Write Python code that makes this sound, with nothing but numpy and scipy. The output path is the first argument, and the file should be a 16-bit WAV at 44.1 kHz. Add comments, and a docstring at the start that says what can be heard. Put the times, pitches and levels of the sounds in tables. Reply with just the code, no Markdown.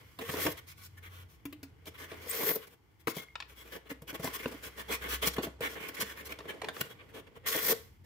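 """Hands pull a foam piece out of a foam box in a workshop. Foam beads scrape on foam: they hiss,
the walls scratch and the hollow box booms. At 1.5 s a loose sheet drops on the bench. A second
piece squeaks as it is pulled out and lands at 3.1 s, and a metal part on the bench rings.
Fingers rub and tap the foam until a last long pull at 7.5 s. Behind it all the room
hisses faintly, traffic rumbles and a distant engine comes and goes."""
import sys
import numpy as np
from scipy import signal
from scipy.fft import rfft, irfft, next_fast_len
from scipy.io import wavfile

SR = 44100
rng = np.random.default_rng(int(sys.argv[2]) if len(sys.argv) > 2 else 0)


def to_wav(s):
    """Save 16-bit WAV."""
    ch = np.atleast_2d(s).T  # columns
    pcm = np.round(np.clip(ch, -1, 1) * 32767)  # PCM
    wavfile.write(sys.argv[1], SR, pcm.astype(np.int16))


N = 355248

# the notes at which the foam walls ring: (pitch [Hz], width [Hz], level [dB])
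WALL_RINGS = [(1094, 106, 1.5), (1472, 142, 1.5), (1732, 270, -0.5), (2108, 278, 6), (2354, 510, 0.5),
              (2950, 277, -0.5), (3334, 238, -2.5), (4580, 1380, -17.5)]


def foam(scratch_follows_hiss=0.62):
    """Sliding, rubbing, pulling and tapping shake the beads, the walls and the air in the box."""
    # light steady touch of the hand: (time [s], bead hiss [dB], box boom [dB])
    sliding = [(0.0, -62.5, -62.5), (0.22, -62, -76), (0.38, -56, -36.5), (0.62, -69, -75),
               (1.79, -75.5, -69), (2.42, -43.5, -43), (2.78, -77, -79.5), (3.61, -69, -66.5),
               (4.03, -79, -64.5), (4.31, -48.5, -50), (4.75, -59.5, -58), (5.27, -67.5, -54),
               (5.47, -97, -62), (5.83, -57, -49), (7.44, -75, -63.5), (7.64, -60, -49), (7.85, -62, -81),
               (8.05, -78, -79)]
    # where the hand works: (time [s], left over right [dB])
    hand_position = [(0.0, -1), (1.5, 2.5), (2.5, -0.7), (3.1, 4.5), (4.0, 0.5), (6.0, -0.5), (7.8, -0.4)]
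    # tone of the scraping beads: (frequency [Hz], level [dB])
    bead_tone = [(2350, -31.5), (4000, -2), (5610, -1.5), (6410, -5.5), (7190, -5), (8060, -7.5),
                 (11300, -3), (12500, 4.5), (15800, 0.5)]
    # the low notes of the box: (pitch [Hz], width [Hz], level [dB])
    box_rings = [(165, 55, -6.5), (300, 70.4, -0.5), (340, 48.6, 1), (457, 74, 1), (667.6, 84, -6),
                 (798, 370, -12)]
    # broad bands of a knock that hardly rings: (centre [Hz], width [Hz], level [dB])
    knock_bands = [(1130, 880, 0), (2280, 770, 0), (4100, 2300, -2)]
    hiss_db, boom_db = in_time(sliding)
    scratch_db = 1.5 + scratch_follows_hiss * hiss_db + (1 - scratch_follows_hiss) * boom_db
    rub_hiss, rub_scratch, creak, rub_boom = rubs()
    pull_hiss, pull_scratch, pull_boom, sheen_db = pulls()
    (crack, dull_knock, bright_knock, tap_boom), tap_notes = taps()
    # beads catch and let go, so the force shakes at two speeds
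    judder = from_db(drift(21) + 0.74 * drift(150) - 2)
    hiss = (rub_hiss + pull_hiss + stereo_noise(alike=0.055) * from_db(hiss_db)) * judder + crack
    scratch = (rub_scratch + pull_scratch + stereo_noise(alike=0.064) * from_db(scratch_db)) * judder
    walls = ring(scratch + from_db(-22.5) * dull_knock, WALL_RINGS)
    boom_force = (rub_boom + from_db(-5.5) * pull_boom + from_db(boom_db)) * judder
    boom = stereo_noise(alike=0.43) * boom_force
    boom *= from_db(3.22 * drift(31) - 2.5)   # the box is pushed in separate lumps
    click = np.r_[1., np.zeros(N - 1)]
    beads = colour(hiss, bead_tone) / np.sqrt(np.sum(colour(click, bead_tone) ** 2))
    sheen = colour(beads, [(8000, -30), (12500, 0), (16000, -3)])   # the highest part of the hiss
    knocks = (ring(dull_knock, knock_bands[:1]) + ring(bright_knock, knock_bands[1:])) / np.sqrt(2)
    surface = beads + (from_db(sheen_db) - 1) * sheen + walls + creak * judder + from_db(-2.5) * knocks
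    # sliding makes the air in the box sing one note
    air_push = stereo_noise(alike=0.76) * (pull_boom + from_db(boom_db - 11))
    air_note = from_db(-4) * ring(air_push, [(455.4, 36.6, 0)])
    box = ring(boom + tap_boom, box_rings) + air_note + tap_notes
    return surface * left_right(in_time(hand_position)[0]) + box


def pulls(edge_s=0.038, resting_sheen_db=-8.0):
    """A piece scrapes out of its tight seat; the highest hiss, its sheen, grows until it comes free."""
    # one list for each pull: (time [s], bead hiss [dB], wall scratch [dB], box boom [dB])
    scrapes = [
        [(0.2, -62, -68, -58), (0.212, -46.5, -46.5, -36.5), (0.276, -48.5, -52, -60), (0.296, -41, -41, -38),
         (0.316, -40.5, -55, -49), (0.366, -42.5, -44.5, -41), (0.434, -33, -42, -47), (0.46, -37.5, -47, -32),
         (0.466, -38, -35.5, -25.5), (0.528, -44, -56, -60), (0.54, -77, -60, -58)],
        [(2.27, -41, -56, -37.5), (2.302, -40, -49, -57), (2.346, -36, -44.5, -44), (2.432, -39, -52, -43.5),
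         (2.446, -36, -47, -42), (2.472, -33, -41.5, -30.5), (2.498, -32.5, -39, -36), (2.516, -37, -43, -35),
         (2.53, -45, -56, -49), (2.55, -41, -58, -46.5), (2.562, -35, -52, -26.5), (2.576, -48, -73, -41)],
        [(7.45, -67, -50.5, -44), (7.464, -34, -36, -38), (7.478, -28.5, -39, -45.5), (7.512, -33, -45.5, -41),
         (7.534, -30.5, -34.5, -51), (7.552, -32, -36, -28), (7.566, -29.5, -43, -37.5), (7.58, -36, -37, -34),
         (7.606, -36, -44, -52), (7.644, -30.5, -41.5, -40.5), (7.672, -31, -42, -37.5),
         (7.686, -30, -40.5, -30), (7.71, -28, -40, -28.5), (7.728, -27, -38, -24.5), (7.742, -68, -56, -41)],
    ]
    middle_sheen_db, sheen_rise_db = (-5.5, 1, -3.5), (7, 16.5, 8)
    t = np.arange(N) / SR
    levels, sheen_db = np.zeros((3, N)), np.full(N, resting_sheen_db)
    for rows, middle_db, rise_db in zip(scrapes, middle_sheen_db, sheen_rise_db):
        start, end = rows[0][0], rows[-1][0]
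        fade = np.clip(np.minimum(t - start, end - t) / edge_s + .5, 0, 1)
        levels += fade * from_db(in_time(rows))
        along = (t - start) / (end - start) - .5
        sheen_db += fade * (middle_db + rise_db * along - resting_sheen_db)
    grains = box_echoes(bead_noise(snap_db=12)[:N]) + rng.standard_normal((2, N))
    grains *= from_db(1.3 * drift(65))   # the tight fit sticks and slips
    hiss, scratch, boom = levels
    return grains * hiss, grains * scratch, boom, sheen_db


def rubs(edge_s=0.0086, edge_share=0.25, arch_db=2.0, fade_db=-0.5, creak_width_hz=111):
    """Each short finger rub scrapes the beads and creaks at one of the wall's notes."""
    # finger rubs: (time [s], length [s], bead hiss [dB], wall scratch [dB], box boom [dB])
    strokes = [(0.182, 0.046, -59, -56, -47), (0.566, 0.034, -48, -50.5, -58),
               (0.669, 0.061, -49, -56, -84), (0.764, 0.085, -55, -62, -70),
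               (0.826, 0.048, -48, -59.5, -74), (0.967, 0.03, -59, -60, -78),
               (1.025, 0.062, -54.5, -52, -62.5), (1.095, 0.15, -56, -57, -64.5),
               (1.28, 0.09, -63.5, -69, -80), (1.861, 0.032, -45.5, -51.5, -45),
               (1.937, 0.032, -58, -53.5, -67), (1.971, 0.096, -49.5, -51, -54.5),
               (2.086, 0.068, -57, -52.5, -50.5), (2.212, 0.045, -53, -76, -71),
               (2.613, 0.041, -56, -53, -82), (2.666, 0.018, -52, -62, -58),
               (2.697, 0.055, -61.5, -64.5, -65), (2.991, 0.031, -64.5, -71, -99),
               (3.073, 0.051, -40, -49, -45.5), (3.141, 0.069, -42, -47.5, -47),
               (3.214, 0.03, -48.5, -52, -50.5), (3.48, 0.062, -57.5, -58.5, -66),
               (3.555, 0.081, -52.5, -57, -66), (3.633, 0.089, -59.5, -60, -57.5),
               (3.709, 0.072, -48, -51, -47), (3.851, 0.035, -64, -59, -59),
               (3.892, 0.031, -44.5, -46, -48), (4.073, 0.045, -44, -46.5, -49.5),
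               (4.138, 0.025, -43, -42, -34.5), (4.192, 0.023, -46, -51, -46),
               (4.22, 0.073, -39.5, -45, -45), (4.329, 0.041, -35.5, -40.5, -56),
               (4.388, 0.03, -49, -48, -56), (4.424, 0.032, -47, -46.5, -45), (4.473, 0.013, -43, -57, -37),
               (4.507, 0.027, -49.5, -55, -54), (4.62, 0.068, -43.5, -48, -55),
               (4.768, 0.057, -43.5, -43.5, -50), (4.88, 0.047, -46.5, -46.5, -45),
               (4.907, 0.055, -33.5, -37.5, -44), (5.008, 0.077, -46.5, -44, -44.5),
               (5.081, 0.086, -33, -36, -44.5), (5.217, 0.043, -32, -33, -36.5),
               (5.257, 0.032, -25.5, -34, -38), (5.33, 0.019, -41, -50, -71), (5.361, 0.014, -43, -39, -42),
               (5.422, 0.038, -36, -43, -37.5), (5.609, 0.072, -39.5, -36.5, -39.5),
               (5.68, 0.077, -45, -49, -56), (5.751, 0.041, -53.5, -45, -45),
               (5.788, 0.098, -48.5, -46.5, -55), (5.882, 0.013, -35.5, -42, -43.5),
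               (5.94, 0.02, -41, -47, -70), (5.961, 0.036, -47, -47.5, -48),
               (5.998, 0.032, -30, -35.5, -44.5), (6.043, 0.095, -48.5, -49, -64),
               (6.162, 0.062, -48, -47, -62), (6.248, 0.032, -41.5, -47.5, -66),
               (6.285, 0.049, -49, -48.5, -58), (6.316, 0.013, -42, -40.5, -46.5),
               (6.44, 0.036, -76, -59, -53), (6.477, 0.041, -47, -41.5, -44), (6.52, 0.04, -76, -91, -50.5),
               (6.616, 0.11, -91, -67, -50), (6.728, 0.11, -49.5, -52.5, -49.5),
               (6.806, 0.013, -30, -34.5, -44), (6.841, 0.036, -54, -54, -55), (6.89, 0.042, -54, -56, -53),
               (6.984, 0.039, -72, -55.5, -69), (7.083, 0.032, -64, -64, -91),
               (7.131, 0.081, -53.5, -51, -46), (7.262, 0.02, -71, -59.5, -52),
               (7.348, 0.034, -60, -54.5, -52), (8.037, 0.023, -62, -70, -64)]
    hiss, scratch, creak, boom = np.zeros((4, 2, N + SR))
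    gritty, smooth = bead_noise(snap_db=14), rng.standard_normal((2, N + SR))
    notes = rng.choice([2, 3, 3, 4, 6], len(strokes))
    for (start, length, hiss_db, scratch_db, boom_db), note in zip(strokes, notes):
        t = np.arange(int((length + 0.055) * SR)) / SR - .02
        along = t / length - .5
        edges = np.clip(np.minimum(t, length - t) / (edge_s + edge_share * length) + .5, 0, 1) ** 2
        # the hand speeds up, then slows down
        shape = edges * from_db(fade_db * along - arch_db * (3.6 * along ** 2 - 0.74))
        first = round((start - .02) * SR)
        span = slice(first, first + len(t))
        grains = box_echoes(gritty[span] * shape) + from_db(-4.5) * smooth[:, span] * shape
        hiss[:, span] += from_db(hiss_db) * grains
        scratch[:, span] += from_db(scratch_db) * grains
        wall_note = ring(grains, [(WALL_RINGS[note][0], creak_width_hz, 0)])
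        creak[:, span] += from_db(scratch_db - 9.5) * wall_note
        boom[:, span] += from_db(boom_db) * shape
    return hiss[:, :N], scratch[:, :N], creak[:, :N], boom[:, :N]


def taps(rise_s=0.001, click_db=13, sheet_beat_hz=28, bench_hz=150):
    """Each tap or drop is a click and a dying rattle in the beads, walls and box,
    plus a short ringing note: mostly a low thud, at 4.27 s a creak near 1 kHz."""
    # taps, drops and snaps: (time [s], crack [dB], wall knock [dB], knock brightness [dB],
    # note level [dB], note pitch [Hz], time for the rattle to fade by 60 dB [s])
    hits = [(0.1884, -41.5, -36.5, -3, -41, 268, 0.064), (0.291, -50, -36.5, -7, -35, 141, 0.076),
            (0.338, -38, -37.5, -8.7, -35, 290, .04), (0.369, -36, -35, -5, -42, 300, 0.031),
            (0.418, -43, -43, 3, -50, 300, .035), (0.453, -35, -34, 0.1, -26.5, 278, .04),
            (0.4664, -39, -31, -13.5, -23, 298, 0.037), (0.484, -55, -39, -6, -29, 480, 0.034),
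            (1.454, -37.5, -42.5, -3.5, -34, 284, 0.05), (1.5262, -44.5, -47.5, 7, -42, 302, 0.053),
            (1.6301, -42.5, -51, -9.5, -42.5, 274, 0.067), (1.856, -50, -57, 14, -66, 304, 0.035),
            (1.879, -58, -46, 2, -40.5, 450, .03), (2.1167, -53, -45.5, -10.2, -39.5, 433, 0.057),
            (3.0716, -33, -27.5, -5, -26, 325, 0.048), (3.0795, -35, -32, -5, -34, 249, 0.03),
            (3.1669, -37, -55, 0, -36, 165, 0.034), (3.3552, -63, -31, -0.5, -69, 162, 0.032),
            (3.4022, -61, -32.5, 1.5, -69, 188, 0.04), (3.4232, -66, -38.5, -1.5, -58, 113, 0.025),
            (3.902, -47, -44, -5, -42, 294, 0.042), (3.915, -60, -49, -5, -33, 268, 0.026),
            (4.0196, -47, -53.5, 2.5, -44, 148, 0.058), (4.1293, -50, -52, 4, -35.5, 290, 0.018),
            (4.1964, -55, -51, 0.1, -37, 166, 0.054), (4.2438, -29.5, -45, 0.1, -29, 255, 0.036),
            (4.274, -51, -38, -6, -34, 1030, 0.034), (4.4575, -59, -30.5, -4, -25.5, 244, 0.023),
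            (4.5431, -52, -51, -3, -40, 280, 0.035), (5.228, -50, -32, 2, -40, 490, .03),
            (5.272, -19.5, -44, 0.1, -29.5, 178, 0.026), (5.3816, -49, -36, -6, -25.5, 342, 0.11),
            (5.433, -48, -41, -6, -37, 360, 0.14), (5.4684, -68, -56, -12, -34, 319, 0.072),
            (5.6069, -39, -42.5, -10, -31, 475, 0.041), (6.0057, -30.5, -45, -9, -42, 235.4, 0.1),
            (6.026, -50, -54, -11, -36, 200, 0.033), (6.388, -60, -42.5, -8.5, -47, 302, 0.055),
            (6.4043, -62, -45.5, -4.5, -44, 410, 0.038), (6.454, -70, -53.5, -9.5, -40, 455, .03),
            (6.6172, -65, -34, -6.5, -46, 344, 0.04), (6.6444, -96, -33.5, -4, -52, 340, 0.038),
            (6.6856, -53, -32, -7, -44, 332, 0.045), (6.7655, -64, -40.5, -8, -55, 302, 0.021),
            (6.8114, -23, -30, 0.1, -35.5, 144, 0.018)]
    pushes, notes = np.zeros((4, 2, N)), np.zeros(N)
    noise = rng.standard_normal(N)
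    t = np.arange(int(.25 * SR)) / SR
    for start, crack_db, knock_db, bright_db, note_db, note_hz, rattle_s in hits:
        first = round(start * SR)
        span = slice(first, first + len(t))
        # the loose sheet lands away from the box, rings longer and wobbles as two close notes beat
        is_sheet = 1.4 < start < 1.7
        boom_db, ring_s, wobble = (-12.5, 0.19, 0.32) if is_sheet else (-2.5, 0.069, 0)
        # most of the force comes in the first moments
        fall = from_db(-60 * t / rattle_s) + from_db(4 - 60 * t / 0.0088)
        push = noise[span] * (1 - np.exp(-t / rise_s)) * fall
        push[0] = from_db(click_db)
        levels = from_db([crack_db, knock_db - bright_db, knock_db + bright_db])
        pushes[:3, :, span] += levels[:, None, None] * box_echoes(push, echo_s=.0015, direct=3.0)
        pushes[3, :, span] += from_db(note_db + boom_db) * push
        # the whole piece bends back and forth over one short shove on the bench
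        bend = from_db(-60 * t / ring_s) * np.sin(2 * np.pi * note_hz * t)
        bend *= 1 + wobble * np.cos(2 * np.pi * sheet_beat_hz * t)
        shove = from_db(-0.5 - 60 * t / 0.024) * np.sin(2 * np.pi * bench_hz * t)
        notes[span] += from_db(note_db) * (1 - np.exp(-t / 0.0017)) * (bend + shove)
    return pushes, notes


def bead_noise(snap_db, snaps_per_s=300):
    """The noise of beads rubbing; here and there one snaps loose."""
    noise = rng.standard_normal(N + SR)
    snaps = rng.random(N + SR) < snaps_per_s / SR
    return unit_level(noise * (1 + from_db(snap_db) * snaps))


def box_echoes(noise, echo_s=.004, direct=.8, count=14):
    """A noise reaches each microphone directly and by quick echoes inside the box."""
    paths = np.zeros((2, int(0.069 * SR)))
    delays = np.minimum(rng.exponential(echo_s, (2, count)) * SR, paths.shape[1] - 1).astype(int)
    for side in range(2):
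        strengths = rng.normal(0, 1, count) * np.exp(-delays[side] / SR / 0.017)
        np.add.at(paths[side], delays[side], strengths)
    paths[:, 0] += direct
    paths /= np.sqrt(np.sum(paths ** 2, axis=1, keepdims=True))
    return signal.fftconvolve(noise[None], paths, axes=1)[:, :len(noise)]


def squeak(octave_db=12):
    """Foam sticks and slips so fast that it whistles; below 8 kHz a louder octave joins in."""
    # the main whistle: (time [s], pitch [Hz], level [dB])
    whistle = [(2.272, 12500, -80.5), (2.283, 9720, -55), (2.292, 7000, -53), (2.299, 7300, -42),
               (2.3045, 7800, -43.5), (2.3055, 8360, -35), (2.315, 8380, -31.5), (2.318, 13480, -40.5),
               (2.323, 14500, -60.5)]
    hz, level_db = in_time(whistle)
    phase = 2 * np.pi * np.cumsum(hz * (1 + 0.031 * drift(900))) / SR
    t = np.arange(N) / SR
    sounding = (t > whistle[0][0]) & (t < whistle[-1][0])
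    octave = from_db(octave_db) * (hz < 8000) * np.sin(2 * phase)
    return sounding * from_db(level_db) * (np.sin(phase) + octave)


def metal_part(pitch_hz=2145, beat_hz=45, ring_s=0.2):
    """A metal part on the bench rings after each jolt; its close notes beat, so it wobbles."""
    # jolts of the part: (time [s], level [dB])
    jolts = [(3.105, -50), (3.184, -43), (3.285, -53)]
    sound = np.zeros(N)
    for start, db in jolts:
        t = np.arange(N) / SR - start
        tone = np.sin(2 * np.pi * pitch_hz * t) * (1 + 0.65 * np.cos(2 * np.pi * beat_hz * t))
        sound += (t > 0) * from_db(db - 60 * np.abs(t) / ring_s) * tone
    return sound


def room_echo(sound, fade_s=0.34, level_db=-15, treble_cut_hz=7500):
    """The workshop walls send back many echoes that soon die away."""
    t = np.arange(int(.6 * SR)) / SR
    echoes = rng.standard_normal((2, len(t))) * from_db(-60 * t / fade_s) * (t > .004)
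    shared, apart = signal.lfilter(*signal.butter(1, treble_cut_hz, fs=SR), echoes)
    # low sounds reach both microphones alike
    apart = signal.lfilter(*signal.butter(2, 500, "high", fs=SR), apart)
    echoes = shared + apart * [[1], [-1]]
    echoes /= np.sqrt(np.sum(echoes ** 2, axis=1, keepdims=True))
    return from_db(level_db) * signal.fftconvolve(sound, echoes, axes=1)[:, :N]


def engine(fade_s=0.15):
    """A distant engine hums a wavering tone, first higher and later lower."""
    # the lower and the higher hum: (time [s], pitch [Hz], level [dB])
    low_hum = [(3.25, 68.8, -59), (3.4, 60.5, -59.5), (4.54, 62.6, -59.5), (4.84, 64.5, -52.5),
               (5.24, 63.6, -45.5), (5.85, 66.5, -63.5), (6.28, 68.3, -57), (6.6, 67.5, -70)]
    high_hum = [(0.0, 98, -103), (0.37, 85, -48.5), (0.61, 89.6, -65.5), (1.22, 90.25, -51.5),
                (1.34, 92.5, -69), (1.59, 85, -66.5), (2.01, 84.5, -57.5), (2.42, 84.6, -61),
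                (2.6, 82.4, -73)]
    t, sound = np.arange(N) / SR, np.zeros(N)
    for rows in (low_hum, high_hum):
        hz, level_db = in_time(rows)
        fade = np.clip(np.minimum(t - rows[0][0], rows[-1][0] - t) / fade_s, 0, 1)
        tone = np.sqrt(2) * np.sin(2 * np.pi * np.cumsum(hz) / SR)
        sound += fade * from_db(level_db + 1.7 * drift(8)) * tone
    return sound


def traffic(band_hz=(50, 120)):
    """Traffic makes a deep rumble that swells and sinks."""
    # strength of the rumble: (time [s], level [dB])
    swells = [(0.0, -60), (0.43, -58.5), (2.24, -62), (2.76, -84.5), (3.66, -71), (4.82, -61.5),
              (5.18, -64), (5.83, -66), (8.06, -57)]
    band = signal.butter(2, band_hz, "band", fs=SR, output="sos")
    return from_db(in_time(swells)[0]) * unit_level(signal.sosfilt(band, stereo_noise(alike=0.26)))


def room_hiss(level_db=-65):
    """The room's faint steady noise, strongest in the bass."""
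    # tone of the room's noise: (frequency [Hz], level [dB])
    room_tone = [(18, -61.5), (30, -4), (93, 6), (178, -7), (232, -16.5), (318, -4.5), (581, -27),
                 (816, -14.5), (2040, -34), (7780, -39), (15800, -64)]
    return from_db(level_db) * unit_level(colour(stereo_noise(alike=0.2), room_tone))


def from_db(db):
    """Turn decibels into a number to multiply by."""
    return 10 ** (np.asarray(db) / 20)


def unit_level(x):
    """Scale a signal so that its average power is 1."""
    return x / np.sqrt(np.mean(x ** 2) + 1e-20)


def in_time(rows):
    """Join a table's points with straight lines: one signal for each column after the time."""
    times, *columns = np.transpose(rows)
    return [np.interp(np.arange(N) / SR, times, column) for column in columns]


def colour(x, points):
    """Change a sound's tone along a curve of (frequency [Hz], level [dB]) points."""
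    hz, db = np.transpose(points)
    size = next_fast_len(N)
    grid_hz = np.maximum(np.arange(size // 2 + 1) * SR / size, 1)
    gain = from_db(np.interp(np.log(grid_hz), np.log(hz), db))
    return irfft(rfft(x, size) * gain, size)[..., :N]


def drift(rate_hz):
    """A smooth random wander, about 1 in size."""
    r = np.exp(-2 * np.pi * rate_hz / SR)
    return unit_level(signal.lfilter([1], [1, -2 * r, r * r], rng.standard_normal(N + SR))[SR:])


def resonate(x, hz, width_hz):
    """Ring at one note; the narrower it is, the longer it lasts."""
    r = np.exp(-np.pi * width_hz / SR)
    feedback = [1, -2 * r * np.cos(2 * np.pi * hz / SR), r * r]
    return signal.lfilter([(1 - r * r) / 2, 0, (r * r - 1) / 2], feedback, x)


def ring(x, notes):
    """Ring at several notes at once, every other one flipped; white noise keeps its level."""
    def all_notes(push):
        return sum((-1) ** k * from_db(db) * resonate(push, hz, width)
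                   for k, (hz, width, db) in enumerate(notes))
    click = np.r_[1., np.zeros(SR // 8)]
    return all_notes(x + 1e-18) / np.sqrt(np.sum(all_notes(click) ** 2))


def stereo_noise(alike):
    """Left and right noise, the same when alike is 1, and always close in the bass."""
    shared, apart = rng.standard_normal((2, N))
    apart = signal.lfilter(*signal.butter(1, 220, "high", fs=SR), apart)
    return (np.sqrt(1 + alike) * shared + np.sqrt(1 - alike) * apart * [[1], [-1]]) / np.sqrt(2)


def left_right(left_over_right_db):
    """The two gains that place a sound to one side."""
    return from_db(np.array([left_over_right_db, -left_over_right_db]) / 2)


def scene():
    """The sounds at the bench and their echo, over the background."""
    near = foam() + squeak() + metal_part()
    return near + room_echo(near) + room_hiss() + traffic() + engine()


def record(dry, bass_cut_hz=59, treble_cut_hz=16300):
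    """Two microphones, each with its own tone, lose the deepest bass and the highest treble."""
    # balance of the microphones: (frequency [Hz], left over right [dB])
    mic_balance = [(400, 0.5), (4000, -0.5), (8000, -3.5), (11000, 1.5), (15000, 10.5)]
    hz, db = np.transpose(mic_balance)
    mics = np.array([colour(dry[0], np.c_[hz, db / 2]), colour(dry[1], np.c_[hz, -db / 2])])
    mics = signal.sosfilt(signal.butter(2, bass_cut_hz, "high", fs=SR, output="sos"), mics)
    return signal.sosfilt(signal.cheby2(16, 70, treble_cut_hz, fs=SR, output="sos"), mics)


dry = scene()
out = record(dry)
to_wav(out)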